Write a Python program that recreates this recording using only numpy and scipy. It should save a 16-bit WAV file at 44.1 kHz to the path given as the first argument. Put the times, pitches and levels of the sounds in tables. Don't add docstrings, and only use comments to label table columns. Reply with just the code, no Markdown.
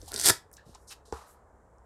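import sys
import numpy as np
from scipy import signal
from scipy.io import wavfile
from scipy.ndimage import uniform_filter1d

SR = 44100
rng = np.random.default_rng(int(sys.argv[2]) if len(sys.argv) > 2 else 0)


def transcribe(signal):
    frames = np.atleast_2d(signal).T
    limited = np.clip(frames, -1, 1)
    pcm = np.round(limited * 32767).astype(np.int16)
    wavfile.write(sys.argv[1], SR, pcm)


def boost(x):
    u = np.asarray(x, float) / 20
    return 10 ** u


N = 81585

# t/s, tear level/dB, pad shake level/dB (both before colouring)
STEADY_PULL = [(.0, -61.5, -59), (.09, -59, -61.5), (.13, -52, -32), (.20, -37, -33), (0.23, -35, -34.5),
               (.255, -20.5, -19), (.285, -19, -16), (0.302, -16.5, -7), (.311, -36, -23.5)]
# t/s, peak level/dB (before colouring), length/s
HOOK_CLUSTERS = [(0.1188, -23, 0.0018), (0.134, -32, 0.0016), (0.136, -26, 0.0032), (0.1414, -17, 0.0049),
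                 (0.147, -26, 0.0053), (.1620, -17, 0.012), (0.176, -24, 0.0073), (.1803, -21, .002),
                 (0.191, -21, .002), (0.1962, -18.5, 0.004), (0.198, -17.5, 0.0046), (0.2091, -19, .0012),
                 (0.2133, -13, 0.0038), (0.2238, -21, .003), (0.239, -17.5, 0.0036), (.2450, -16.5, 0.0011),
                 (0.2724, -7.5, 0.0011), (.2812, -7, 0.0016), (0.2975, -10, 0.0019), (0.305, -7, 0.0015)]
# f/Hz, relative level/dB
HOOK_SPECTRUM = [(1060, -41.5), (1800, -4), (2800, -11), (3400, -4), (4560, 1.5), (6900, -4), (8360, 3.5),
                 (10400, -1.5), (13000, -8.5), (16200, -29.5)]
# f/Hz, width/Hz, level/dB
PAD_MODES = [(100, 47, 2.5), (384, 180, 4.5), (637, 330, 1.5), (942.4, 240, -4), (1386.5, 160, 2.5),
             (1660, 260, -6)]
HOOKS_PER_S, CLUSTER_HOOKS_PER_S, HOOK_T60_S = 5000, 7100, 0.002
HOOK_SPREAD_DB, CLUSTER_SPREAD_DB = 3, 4
FIRST_HOOK_GAIN = 4
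CLUSTER_TO_PAD_DB = -1.5
SLIP_DB, SLIP_S = 2.5, 0.0015

# t/s, length/s, level/dB, low edge f/Hz, high edge f/Hz,
# lean (no unit, under 1 peaks early)
FINGER_STROKES = [(0.075, 0.043, -47, 2960, 11860, 0.46), (0.526, 0.08, -60.5, 5000, 13480, 0.26),
                  (0.564, 0.12, -64.5, 1975, 5500, 0.21), (0.65, 0.18, -65.5, 2800, 10880, 0.49),
                  (0.74, 0.037, -58, 895, 9000, 0.5), (0.758, 0.15, -72, 5140, 11500, 0.81),
                  (0.869, 0.076, -51.5, 4310, 10100, 0.7), (0.893, 0.053, -45, 593, 10850, 1.2),
                  (1.053, 0.17, -63, 3300, 10150, 0.25), (1.122, 0.33, -57, 2300, 10900, 0.19),
                  (1.255, 0.12, -63.5, 6340, 12500, 0.72)]
# t/s, peak level/dB, centre f/Hz
SHORT_TICKS = [(0.016, -41, 5220), (0.0594, -43, 8250), (0.5143, -55, 1630), (0.5148, -50, 8600),
               (0.5301, -41, 11400), (.538, -42, 6600), (0.5682, -39, 6200), (0.7487, -38.5, 6360),
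               (1.1245, -34, 6300), (1.7835, -59.5, 6860)]
PAPER_MODES = [2800, 3899]
PAPER_WIDTH_HZ, PAPER_DB = 320, -3.5
GRIT_PER_S, GRIT_SPREAD_DB, GRIT_T60_S = 20000, 2.5, 0.0021
FLUTTER_DB, FLUTTER_S = 1, 0.008
TICK_WIDTH, TICK_T60_S = 0.6, 0.013

# f/Hz, relative level/dB, t60/s
TABLE_MODES = [(69, -5.5, 0.2), (455, 4.5, 0.038), (820, 5.5, 0.017), (1400, -4.5, 0.012), (623, 3, 0.011)]
# t/s, peak level/dB, centre f/Hz, t60/s
HANDLING_PUFFS = [(.025, -44.5, 378, 0.093), (.076, -42.5, 863, 0.16), (.140, -36.5, 375, 0.11),
                  (0.577, -51, 1650, .2), (0.662, -47.5, 200, 0.05), (0.692, -43, 230, 0.03),
                  (0.747, -41.5, 900, 0.039), (1.079, -51, 470, 0.05)]
PUFF_WIDTH_HZ = 300
KNOCK_S, KNOCK_DB = 1.1256, -27.5
RATTLE_HZ, RATTLE_WIDTH_HZ, RATTLE_DB = 1041, 600, -47
RATTLE_PER_S, RATTLE_T60_S, RATTLE_DEPTH = 37.9, 0.65, 0.4

# f/Hz, relative level/dB
FLOOR_SPECTRUM = [(20, -28.5), (60, -7), (95, -18), (290, -24), (430, -18), (990, -21.5), (1800, -34),
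                  (2700, -53), (4500, -56.5), (7500, -45), (16000, -66.5)]
FLOOR_DB = -60.5
# t/s, level/dB
RUMBLE_LEVEL = [(0, -49), (0.399, -64), (1.85, -70.5)]
RUMBLE_HZ, RUMBLE_WIDTH_HZ = 64.5, 45
# f/Hz, t60/s
ROOM_DECAY = [(300, 0.16), (2000, 0.23), (10000, 0.16)]
ROOM_DB, ROOM_DELAY_S = -12, 0.0055


def rip():
    pull, clusters, t = np.array(STEADY_PULL), np.zeros(N), np.arange(1500) / SR
    steady = grains(HOOKS_PER_S, HOOK_SPREAD_DB, HOOK_T60_S)
    bunched = grains(CLUSTER_HOOKS_PER_S, CLUSTER_SPREAD_DB, HOOK_T60_S)
    pitches = rng.uniform(5200, 9000, len(HOOK_CLUSTERS))
    for (s, db, length), hz in zip(HOOK_CLUSTERS, pitches):
        first = FIRST_HOOK_GAIN * rng.standard_normal(len(t)) * boost(-60 * t / HOOK_T60_S)
        fade = boost(-20 * (t / max(length, 0.0005)) ** 2)
        cluster = (first + bunched[round(s * SR):][:len(t)]) * fade
        cluster = cluster + band(cluster, 0.61 * hz, hz)
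        add(clusters, s, boost(db) * cluster / abs(cluster).max())
    steady = evened(steady * waver(SLIP_DB, SLIP_S))
    hooks = level(STEADY_PULL, pull[:, 1]) * steady + clusters
    shake = level(STEADY_PULL, pull[:, 2]) * steady + boost(CLUSTER_TO_PAD_DB) * clusters
    pad = sum(boost(db) * ring(ring(shake, hz, width_hz), hz, hz) for hz, width_hz, db in PAD_MODES)
    return colour(hooks, HOOK_SPECTRUM) + pad


def paper():
    out = np.zeros(N)
    grit = grains(GRIT_PER_S, GRIT_SPREAD_DB, GRIT_T60_S) * waver(FLUTTER_DB, FLUTTER_S)
    grit = grit + boost(PAPER_DB) * sum(ring(grit, hz, PAPER_WIDTH_HZ) for hz in PAPER_MODES)
    for s, length, db, low_hz, high_hz, lean in FINGER_STROKES:
        progress = np.linspace(0, 1, round(length * SR), endpoint=False)
        piece = np.roll(grit, rng.integers(N))[:len(progress)]
        rustle = evened(band(band(piece, low_hz, high_hz), low_hz, 1.15 * high_hz))
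        swell = np.sin(np.pi * progress ** lean) ** 1.5
        add(out, s, boost(db) * swell * rustle)
    return out


def ticks():
    out = np.zeros(N)
    for s, db, hz in SHORT_TICKS:
        noise = rng.standard_normal(1024)
        add(out, s, boost(db) * burst(hz, TICK_WIDTH * hz, TICK_T60_S, noise))
    return out


def table():
    out, t = np.zeros(N), np.arange(SR // 2) / SR
    knock = np.zeros(len(t))
    for hz, db, t60 in TABLE_MODES:
        rise = np.minimum(t * hz / 0.5, 1)
        knock += rise * boost(db - 60 * t / t60) * np.sin(2 * np.pi * hz * t)
    add(out, KNOCK_S, -boost(KNOCK_DB) * knock)
    half = RATTLE_WIDTH_HZ / 2
    chatter = evened(band(rng.standard_normal(len(t)), RATTLE_HZ - half, RATTLE_HZ + half))
    pulse = 1 - RATTLE_DEPTH * np.cos(2 * np.pi * RATTLE_PER_S * t)
    add(out, KNOCK_S, boost(RATTLE_DB - 60 * t / RATTLE_T60_S) * pulse * chatter)
    return out


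def handling():
    out = np.zeros(N)
    for s, db, hz, t60 in HANDLING_PUFFS:
        noise = rng.standard_normal(3000)
        add(out, s, boost(db) * burst(hz, PUFF_WIDTH_HZ, t60, noise))
    return out


def room(x):
    taps, at = np.zeros(SR // 2), np.arange(0, SR // 2 - 12, 12)
    taps[at + rng.integers(0, 12, len(at))] = rng.choice([-1., 1.], len(at))
    taps[:round(ROOM_DELAY_S * SR)] = 0
    hz, t, z = signal.stft(taps, SR, nperseg=256)
    decay = boost(-60 * t / read(ROOM_DECAY, hz)[:, None])
    tail = signal.istft(z * decay, SR, nperseg=256)[1]
    return signal.fftconvolve(x, tail / np.linalg.norm(tail))[:N]


def room_tone():
    hiss, deep = rng.standard_normal((2, N + 4096))
    half = RUMBLE_WIDTH_HZ / 2
    rumble = evened(band(deep, RUMBLE_HZ - half, RUMBLE_HZ + half)[-N:])
    floor = boost(FLOOR_DB) * colour(hiss, FLOOR_SPECTRUM)[-N:]
    return floor + level(RUMBLE_LEVEL, np.array(RUMBLE_LEVEL)[:, 1]) * rumble


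def grains(per_s, spread_db, t60, count=40):
    size = boost(spread_db * np.minimum(rng.exponential(1, N), 3))
    size = size * (rng.random(N) < per_s / SR)
    kind, t = rng.integers(0, count, N), np.arange(512) / SR
    shapes = rng.standard_normal((count, len(t))) * boost(-60 * t / t60)
    return evened(sum(signal.oaconvolve(size * (kind == k), shapes[k])[:N] for k in range(count)))


def burst(hz, width_hz, t60, noise):
    low_hz = hz - width_hz / 2
    x = band(noise * boost(-60 * np.arange(len(noise)) / SR / t60), low_hz, hz + width_hz / 2)
    x = band(x, low_hz, hz + width_hz)
    return x / abs(x).max()


def ring(x, hz, width_hz):
    return signal.lfilter(*signal.iirpeak(hz, hz / width_hz, SR), x)


def waver(db, s):
    return boost(db * evened(uniform_filter1d(rng.standard_normal(N), round(s * SR))))


def band(x, low_hz, high_hz):
    edges = np.clip([low_hz, high_hz], 20, 16000)
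    return signal.sosfilt(signal.butter(2, edges, "band", fs=SR, output="sos"), x)


def colour(x, spectrum):
    hz = abs(np.fft.fftfreq(8192, 1 / SR))
    log_gain = np.log(np.maximum(boost(read(spectrum, hz)), 1e-5))
    taps = np.fft.ifft(np.exp(np.conj(signal.hilbert(log_gain)))).real[:4096]
    return signal.oaconvolve(x, taps / np.linalg.norm(taps))[:len(x)]


def read(points, hz):
    f, value = np.transpose(points)
    return np.interp(np.log(hz + 1), np.log(f + 1), value)


def level(rows, db):
    return boost(np.interp(np.arange(N) / SR, np.array(rows)[:, 0], db, -150, -150))


def evened(x):
    return x / np.sqrt(np.mean(x ** 2) + 1e-20)


def add(mix, s, sound):
    part = mix[round(s * SR):][:len(sound)]
    part += sound[:len(part)]


def scene():
    near = rip() + paper() + ticks() + table() + handling()
    return (near + boost(ROOM_DB) * room(near) + room_tone())[None]


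def roll_off(x):
    return signal.sosfilt(signal.butter(12, 16420, fs=SR, output="sos"), x)


def record(dry):
    return roll_off(dry)


dry = scene()
out = record(dry)
transcribe(out)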